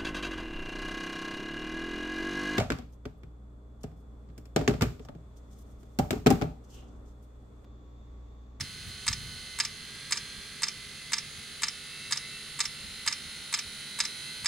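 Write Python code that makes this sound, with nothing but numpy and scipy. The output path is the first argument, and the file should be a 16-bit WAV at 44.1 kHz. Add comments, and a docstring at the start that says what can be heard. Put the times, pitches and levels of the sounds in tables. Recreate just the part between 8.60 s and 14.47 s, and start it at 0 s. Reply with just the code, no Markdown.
"""In a carport, a stereo microphone close to a parked vehicle: a fuel-fired heater starts up underneath.
From the outset its solenoid dosing pump clacks about twice a second (the plunger slides, hits its stop
and springs back), briefly echoed by ground and floor pan, and the combustion blower whirs and hisses.
In the first second the exhaust rumbles and puffs, then settles to a soft drone with fainter puffs.
From about two seconds on, the blower slowly gains speed, its whir growing higher and louder."""
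import sys
import numpy as np
from scipy import signal
from scipy.fft import rfft, irfft, next_fast_len
from scipy.io import wavfile
from scipy.ndimage import map_coordinates

SR = 44100
rng = np.random.default_rng(int(sys.argv[2]) if len(sys.argv) > 2 else 0)


def master(y):
    """Save y as 16-bit WAV."""
    cut = np.clip(np.atleast_2d(y).T, -1, 1)
    pcm = np.round(cut * 32767)  # scale
    wavfile.write(sys.argv[1], SR, pcm.astype(np.int16))


N = 258867

# the plunger hitting its stop: (time [s], relative level [dB])
PUMP_STROKES = [(-0.042, -23.5), (0.479, -23), (1.0004, -23), (1.5223, -23.5), (2.0328, -24),
                (2.5325, -23.5), (3.033, -24), (3.5229, -24), (4.0039, -23.5), (4.4758, -23),
                (4.9394, -23.5), (5.402, -23), (5.8582, -24.5)]
# ringing of the pump body and its bracket: (frequency [Hz], relative level [dB], t60 [s])
BODY_MODES = [(887, -24, .08), (958, -28, .09), (1187, -13, .085), (1330, -15, .05), (1600, -12, .05),
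              (1723, -14, .07), (1830, -11, .045), (1954, -12, .07), (2110, -7, .045), (2335, -8, .07),
              (2490, -12, .05), (2680, -12, .055), (3480, -5, .04), (3670, -3, .045), (3810, -11, .07),
              (3923, -12, .08), (4163, -12, .06), (4624, -7, .04), (4857, -2, .04), (5056, -1, .04),
              (5258, -3, .04), (5900, -9, .045), (6198, -5, .05), (6342, -7, .06), (6578, -8, .045),
              (6939, -9, .04), (7590, -7, .04), (7880, -7, .04), (8069, -6, .05), (8270, -9, .04)]
# dense clatter of the panels around the pump: (frequency [Hz], relative level [dB])
PANEL_CLATTER = [(650, -36.5), (900, -11.5), (1050, -34), (1250, -5.5), (2300, -1), (2900, -5.5),
                 (3600, -4), (4200, -6), (5100, 9), (5600, -4.5), (8100, -2.5), (8800, -8.5),
                 (11000, -18.5), (15500, -33)]
# colour of the plunger sliding, and of it landing on its seat: (frequency [Hz], gain [dB])
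SLIDE_COLOUR = [(900, 14), (1500, 3.5), (3000, 2.5), (5200, -7), (7000, 0), (10000, 16.5), (14000, 12.5)]
LANDING_COLOUR = [(900, -3), (2600, 0.5), (3600, 0), (4900, -2.5), (5300, 4.5), (5900, 7), (7000, -3),
                  (8200, -3.5), (14000, 3.5)]
# where the pump sits at the microphone: (frequency [Hz], left minus right [dB])
PUMP_BALANCE = [(1500, -0.5), (2800, -0.5), (3600, -5.5), (5200, -5), (5800, -2.5), (6400, 8.5),
                (7800, 1.5), (9500, -6.5), (12000, 0.5)]
# how alike the microphone's two sides are: (frequency [Hz], correlation [0..1])
STEREO_LIKENESS = [(40, 0.9), (130, 0.93), (280, 0.55), (600, 0.37), (1500, 0.94), (3500, 0.8),
                   (6000, 0.63), (10000, 0.48), (14000, 0.14)]
# echo in the space under the floor pan: (frequency [Hz], t60 [s])
CARPORT_DECAY = [(900, 0.12), (2500, 0.39), (6000, 0.24), (12000, 0.028)]

# blower shaft: (time [s], speed [turns/s])
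SHAFT_SPEED = [(0.0, 44.5), (0.08, 45.0), (0.46, 45.2), (1.06, 44.6), (1.5, 44.9), (1.65, 44.4),
               (1.8, 44.5), (2.09, 46.0), (3.3, 50.5), (3.64, 50.9), (3.79, 51.9), (4.12, 52.3),
               (4.69, 54.7), (5.07, 55.0), (5.31, 56.6), (5.51, 57.1), (5.69, 58.6), (5.87, 59.0)]
# tones that stand out of the whir: (order [cycles/turn], relative level [dB])
WHIR_ORDERS = [(10, 5), (15, 5), (17, 4), (26, 5), (33, 6), (36, 7), (38, 4), (43, 7), (46, 4), (52, 8),
               (57, 5), (62, 5), (67, 7), (71, 5), (72, 4), (76, 6), (79, 4), (93, 5), (142, 7), (143, 4),
               (183, 5)]
# rushing air, motor whir and thin jet, ahead of the housing: (frequency [Hz], relative level [dB])
HISS_SPECTRUM = [(250, -10.5), (600, -12.5), (1050, -14), (1400, -9), (2500, -7.5), (3200, -8.5),
                 (4300, -4), (5500, -12), (6300, -13), (8300, -15.5), (10000, -17), (11400, -23),
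                 (15500, -25.5)]
WHIR_SPECTRUM = [(300, -11), (700, -17.5), (1050, -16.5), (1400, -4.5), (2500, -8.5), (3200, -1.5),
                 (4000, 1), (4700, -3), (5500, -14.5), (6400, -10), (8000, -13.5), (9800, -2),
                 (11500, -22.5)]
JET_SPECTRUM = [(7000, -32), (8700, -12), (9300, 1), (10100, 7), (10700, -6), (11400, -9), (15500, -23)]
# resonances of the blower housing and pipes: (frequency [Hz], width [Hz], lift [dB])
HOUSING_RESONANCES = [(1580, 17, 0), (1665, 22, -11), (2047.6, 48, 14.5), (2188, 42, 8.5), (2680, 15, 13),
                      (3079, 34, 9), (4040, 32, -1.5), (4037, 44, 7), (4182, 130, 7.5), (4856, 124, 6),
                      (6080, 160, 7), (6480, 37, 16.5), (6500, 88, -2), (10080, 87, 6.5)]
# where the blower sits at the microphone: (frequency [Hz], left minus right [dB])
BLOWER_BALANCE = [(1500, -1.5), (2700, -1.5), (3400, -7), (4200, -2.5), (5400, -4.5), (6400, 6), (8000, -1),
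                  (10000, -5), (13000, -0.5)]

# the exhaust's rumble, strongest while the first smoke rolls out: (time [s], level [dB])
RUMBLE_LEVEL = [(0, -48.5), (.4, -53.5), (.62, -44.5), (.85, -54), (1.15, -59), (5.87, -60)]
# single puffs at the pipe's mouth: (time [s], peak level [dB])
MOUTH_PUFFS = [(.022, -38.5), (.29, -39), (0.504, -36), (1.63, -50.5), (1.79, -48.5), (2.79, -46),
               (4.25, -45), (4.66, -46.5), (5.08, -49)]
# gas that rumbles and puffs, and the pipe's drone: (frequency [Hz], relative level [dB])
GAS_SPECTRUM = [(20, -17.5), (50, -0.5), (85, -2.5), (130, -3.5), (180, -8), (260, -17), (500, -39)]
DRONE_SPECTRUM = [(60, -20), (115, -14), (145, 6), (175, -9), (210, 3), (260, -8), (340, -12), (410, -5.5),
                  (520, -15.5), (650, -44), (1200, -32.5)]

RETURN_S = .0494  # from stop to landing: the coil lets go after the same time on every stroke
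FLOW_DB, FLOW_DB_PER_OCTAVE = -44.5, 3.5  # blower gain at the starting speed, and its growth with speed
FLICKER_DB, FLICKER_PER_S = 2.5, 11  # the young flame burns unevenly
PUFF_RISE_S, PUFF_FALL_S = 0.02, 0.019  # time constants of a puff's swell and decay
TOP_HZ = 15900


def amp(db):
    """Decibels to gain."""
    return 10 ** (np.asarray(db) / 20)


def unit(x):
    """Scale to rms 1."""
    return x / np.sqrt(np.mean(x ** 2) + 1e-20)


def along(points, hz):
    """(frequency [Hz], value) points read on a log axis."""
    f, v = np.transpose(points)
    return np.interp(np.log(hz + 1), np.log(f + 1), v)


def curve(rows):
    """(time [s], value) rows as one value per sample."""
    return np.interp(np.arange(N) / SR, *np.transpose(rows))


def wobble(rate):
    """A smooth random curve, rate knots a second."""
    knots = rng.standard_normal(int(N * rate / SR) + 4)
    return map_coordinates(knots, [np.arange(N) * rate / SR])


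def filtered(x, gain):
    """x through the causal, minimum-phase filter whose magnitude is gain(hz)."""
    n = x.shape[-1]
    m = 2 * next_fast_len(n // 2 + 4096)
    magnitude = np.maximum(gain(np.fft.rfftfreq(m, 1 / SR)), 1e-6)
    cepstrum = irfft(np.log(magnitude), m)
    cepstrum[..., 1:m // 2] *= 2
    cepstrum[..., m // 2 + 1:] = 0
    return irfft(rfft(x, m) * np.exp(rfft(cepstrum)), m)[..., :n]


def coloured(x, spectrum):
    """x shaped by (frequency [Hz], gain [dB]) points."""
    return filtered(x, lambda f: amp(along(spectrum, f)))


def sides(balance, hz):
    """Left and right gains for a level difference in dB."""
    return amp(np.outer([.5, -.5], along(balance, hz)))


def spread(pair):
    """Two unrelated signals as the microphone's left and right, least alike in the high treble."""
    n = pair.shape[-1]
    m = next_fast_len(n)
    likeness = along(STEREO_LIKENESS, np.fft.rfftfreq(m, 1 / SR))
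    angle = np.arccos(np.clip(likeness, -1, 1)) / 2
    mid, side = irfft(rfft(pair, m) * [np.cos(angle), np.sin(angle)], m)[:, :n]
    return np.array([mid + side, mid - side])


def stereo_noise(n):
    """White noise spread across the microphone."""
    return spread(rng.standard_normal((2, n)))


def plunger_contact(t, phases, panels, clatter_db, clatter_t60=.032, scatter_db=1.2, attack_s=.0005):
    """One touch of the plunger rings the body and rattles the panels, a little differently every time."""
    hz, db, t60 = np.transpose(BODY_MODES)[:, :, None]
    strength = amp(db + scatter_db * rng.standard_normal(hz.shape))
    ring = np.sum(strength * amp(-60 * t / t60) * np.sin(2 * np.pi * hz * t + phases), axis=0)
    grain = (panels + .9 * stereo_noise(len(t))) * amp(-60 * t / clatter_t60)
    clatter = amp(clatter_db) * unit(coloured(grain, PANEL_CLATTER))
    onset = 1 - np.exp(-t / attack_s)
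    return unit((unit(ring) + clatter) * onset)


def pump():
    """Each stroke: the plunger breaks loose, hits its stop, rebounds, is released and lands on its seat."""
    t = np.arange(SR // 8) / SR
    phases = 2 * np.pi * rng.random((len(BODY_MODES), 1))
    stop, seat = stereo_noise(len(t)), stereo_noise(len(t))  # two rattle patterns, reused on every stroke
    slides, blows, landings = np.zeros((3, 2, N + 2 * SR))

    def add(track, s, db, panels, clatter_db):
        """Lay one contact on a track that starts a second early."""
        start = round((s + 1) * SR)
        track[:, start:start + len(t)] += amp(db) * plunger_contact(t, phases, panels, clatter_db)

    for s, db in PUMP_STROKES:
        add(slides, s - .0136, db - 28, seat, clatter_db=-1)  # breaks loose
        add(slides, s - .0117, db - 24.5, stop, clatter_db=-4)
        add(blows, s, db - 11.3, stop, clatter_db=-3)  # hits the stop
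        add(blows, s + .0053, db - 16, seat, clatter_db=12)  # rebounds
        add(slides, s + RETURN_S - .013, db - 30, stop, clatter_db=-31)  # is released
        add(landings, s + RETURN_S - .0005, db - 23, seat, clatter_db=31)
        add(landings, s + RETURN_S + .0016, db - 20.5, stop, clatter_db=5.5)
    clacks = blows + coloured(slides, SLIDE_COLOUR) + coloured(landings, LANDING_COLOUR)
    return filtered(clacks, lambda f: sides(PUMP_BALANCE, f))[:, SR:SR + N]


def carport_echo(x, delay_s=.006):
    """Ground and floor pan answer just behind the direct sound; the high treble dies first."""
    hz, t, noise = signal.stft(rng.standard_normal((2, SR // 3)), SR, nperseg=256)
    decay = amp(-60 * t / along(CARPORT_DECAY, hz)[:, None])
    tail = spread(signal.istft(noise * decay, SR, nperseg=256)[1])
    tail = np.pad(tail / np.linalg.norm(tail[0]), ((0, 0), (round(delay_s * SR), 0)))
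    return signal.fftconvolve(x, tail, axes=1)[:, :N]


def whir(speed, drift, orders=256, size=16384):
    """Brushes and impeller repeat the same rough pattern on every turn; the pattern slowly shifts."""
    turns = np.cumsum(speed * (1 + 0.000616 * wobble(25))) / SR  # the shaft flutters slightly
    order_db = np.minimum(3 * rng.standard_normal(orders) - 2, 4)
    for order, db in WHIR_ORDERS:
        order_db[order] = db

    def pattern():
        """One turn's pattern, repeated at the shaft's speed."""
        turn = irfft(amp(order_db) * np.exp(2j * np.pi * rng.random(orders)), size)
        return np.interp(turns % 1 * size, np.arange(size), turn)

    return spread(np.array([pattern() + drift * wobble(1.955) * pattern() for _ in range(2)]))


def housing(x, spectrum, ripple, ripple_step_hz=55):
    """From blower to microphone: housing resonances, then underbody reflections; at rms 1."""
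    def gain(f):
        lift_db = sum(db / (1 + (2 * (f - hz) / width) ** 2) for hz, width, db in HOUSING_RESONANCES)
        depth_db = np.interp(f, [1000, 7000], [1, 2])  # the ripple is deeper in the treble
        ripple_db = depth_db * map_coordinates(ripple, [f / ripple_step_hz], mode="nearest")
        return amp(along(spectrum, f) + lift_db + ripple_db) * sides(BLOWER_BALANCE, f)

    return unit(filtered(x, gain))


def blower():
    """The motor whirs over rushing air; a thin jet hiss grows quickly as the shaft speeds up."""
    speed = curve(SHAFT_SPEED)
    octaves_up = np.log2(speed / speed[0])
    # reflections off the underbody leave standing peaks and dips: each tone swells as it crosses a peak
    ripple = rng.standard_normal(SR // 80)
    tones = amp(-1.73 + 9.2 * octaves_up) * housing(whir(speed, drift=0.38), WHIR_SPECTRUM, ripple)
    hiss = amp(-4 - 2 * octaves_up) * housing(stereo_noise(N), HISS_SPECTRUM, ripple)
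    jet = amp(-15 + 10 * octaves_up) * housing(stereo_noise(N), JET_SPECTRUM, ripple)
    return amp(FLOW_DB + FLOW_DB_PER_OCTAVE * octaves_up) * (tones + hiss + jet)


def exhaust():
    """The pipe drones steadily; the flame's rumble flickers, and now and then a puff leaves the mouth."""
    t = np.arange(N) / SR
    rumble = amp(curve(RUMBLE_LEVEL) + FLICKER_DB * wobble(FLICKER_PER_S))
    puffs = np.zeros(N)
    for s, db in MOUTH_PUFFS:
        puffs += amp(db) * np.exp(-np.maximum((s - t) / PUFF_RISE_S, (t - s) / PUFF_FALL_S))
    gas = unit(coloured(stereo_noise(N), GAS_SPECTRUM))
    drone = unit(coloured(stereo_noise(N), DRONE_SPECTRUM))
    return np.hypot(rumble, puffs) * gas + amp(-56.5) * drone


def scene():
    """Beside the vehicle: the pump close and well above its echo, over blower and exhaust."""
    clacks = pump()
    return clacks + amp(-17.5) * carport_echo(clacks) + blower() + exhaust()


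def record(dry):
    """The camera's microphone track keeps nothing above its band limit."""
    m = next_fast_len(N + SR // 2)
    passband = np.fft.rfftfreq(m, 1 / SR) < TOP_HZ
    return irfft(rfft(dry, m) * passband, m)[:, :N]


dry = scene()
out = record(dry)
master(out)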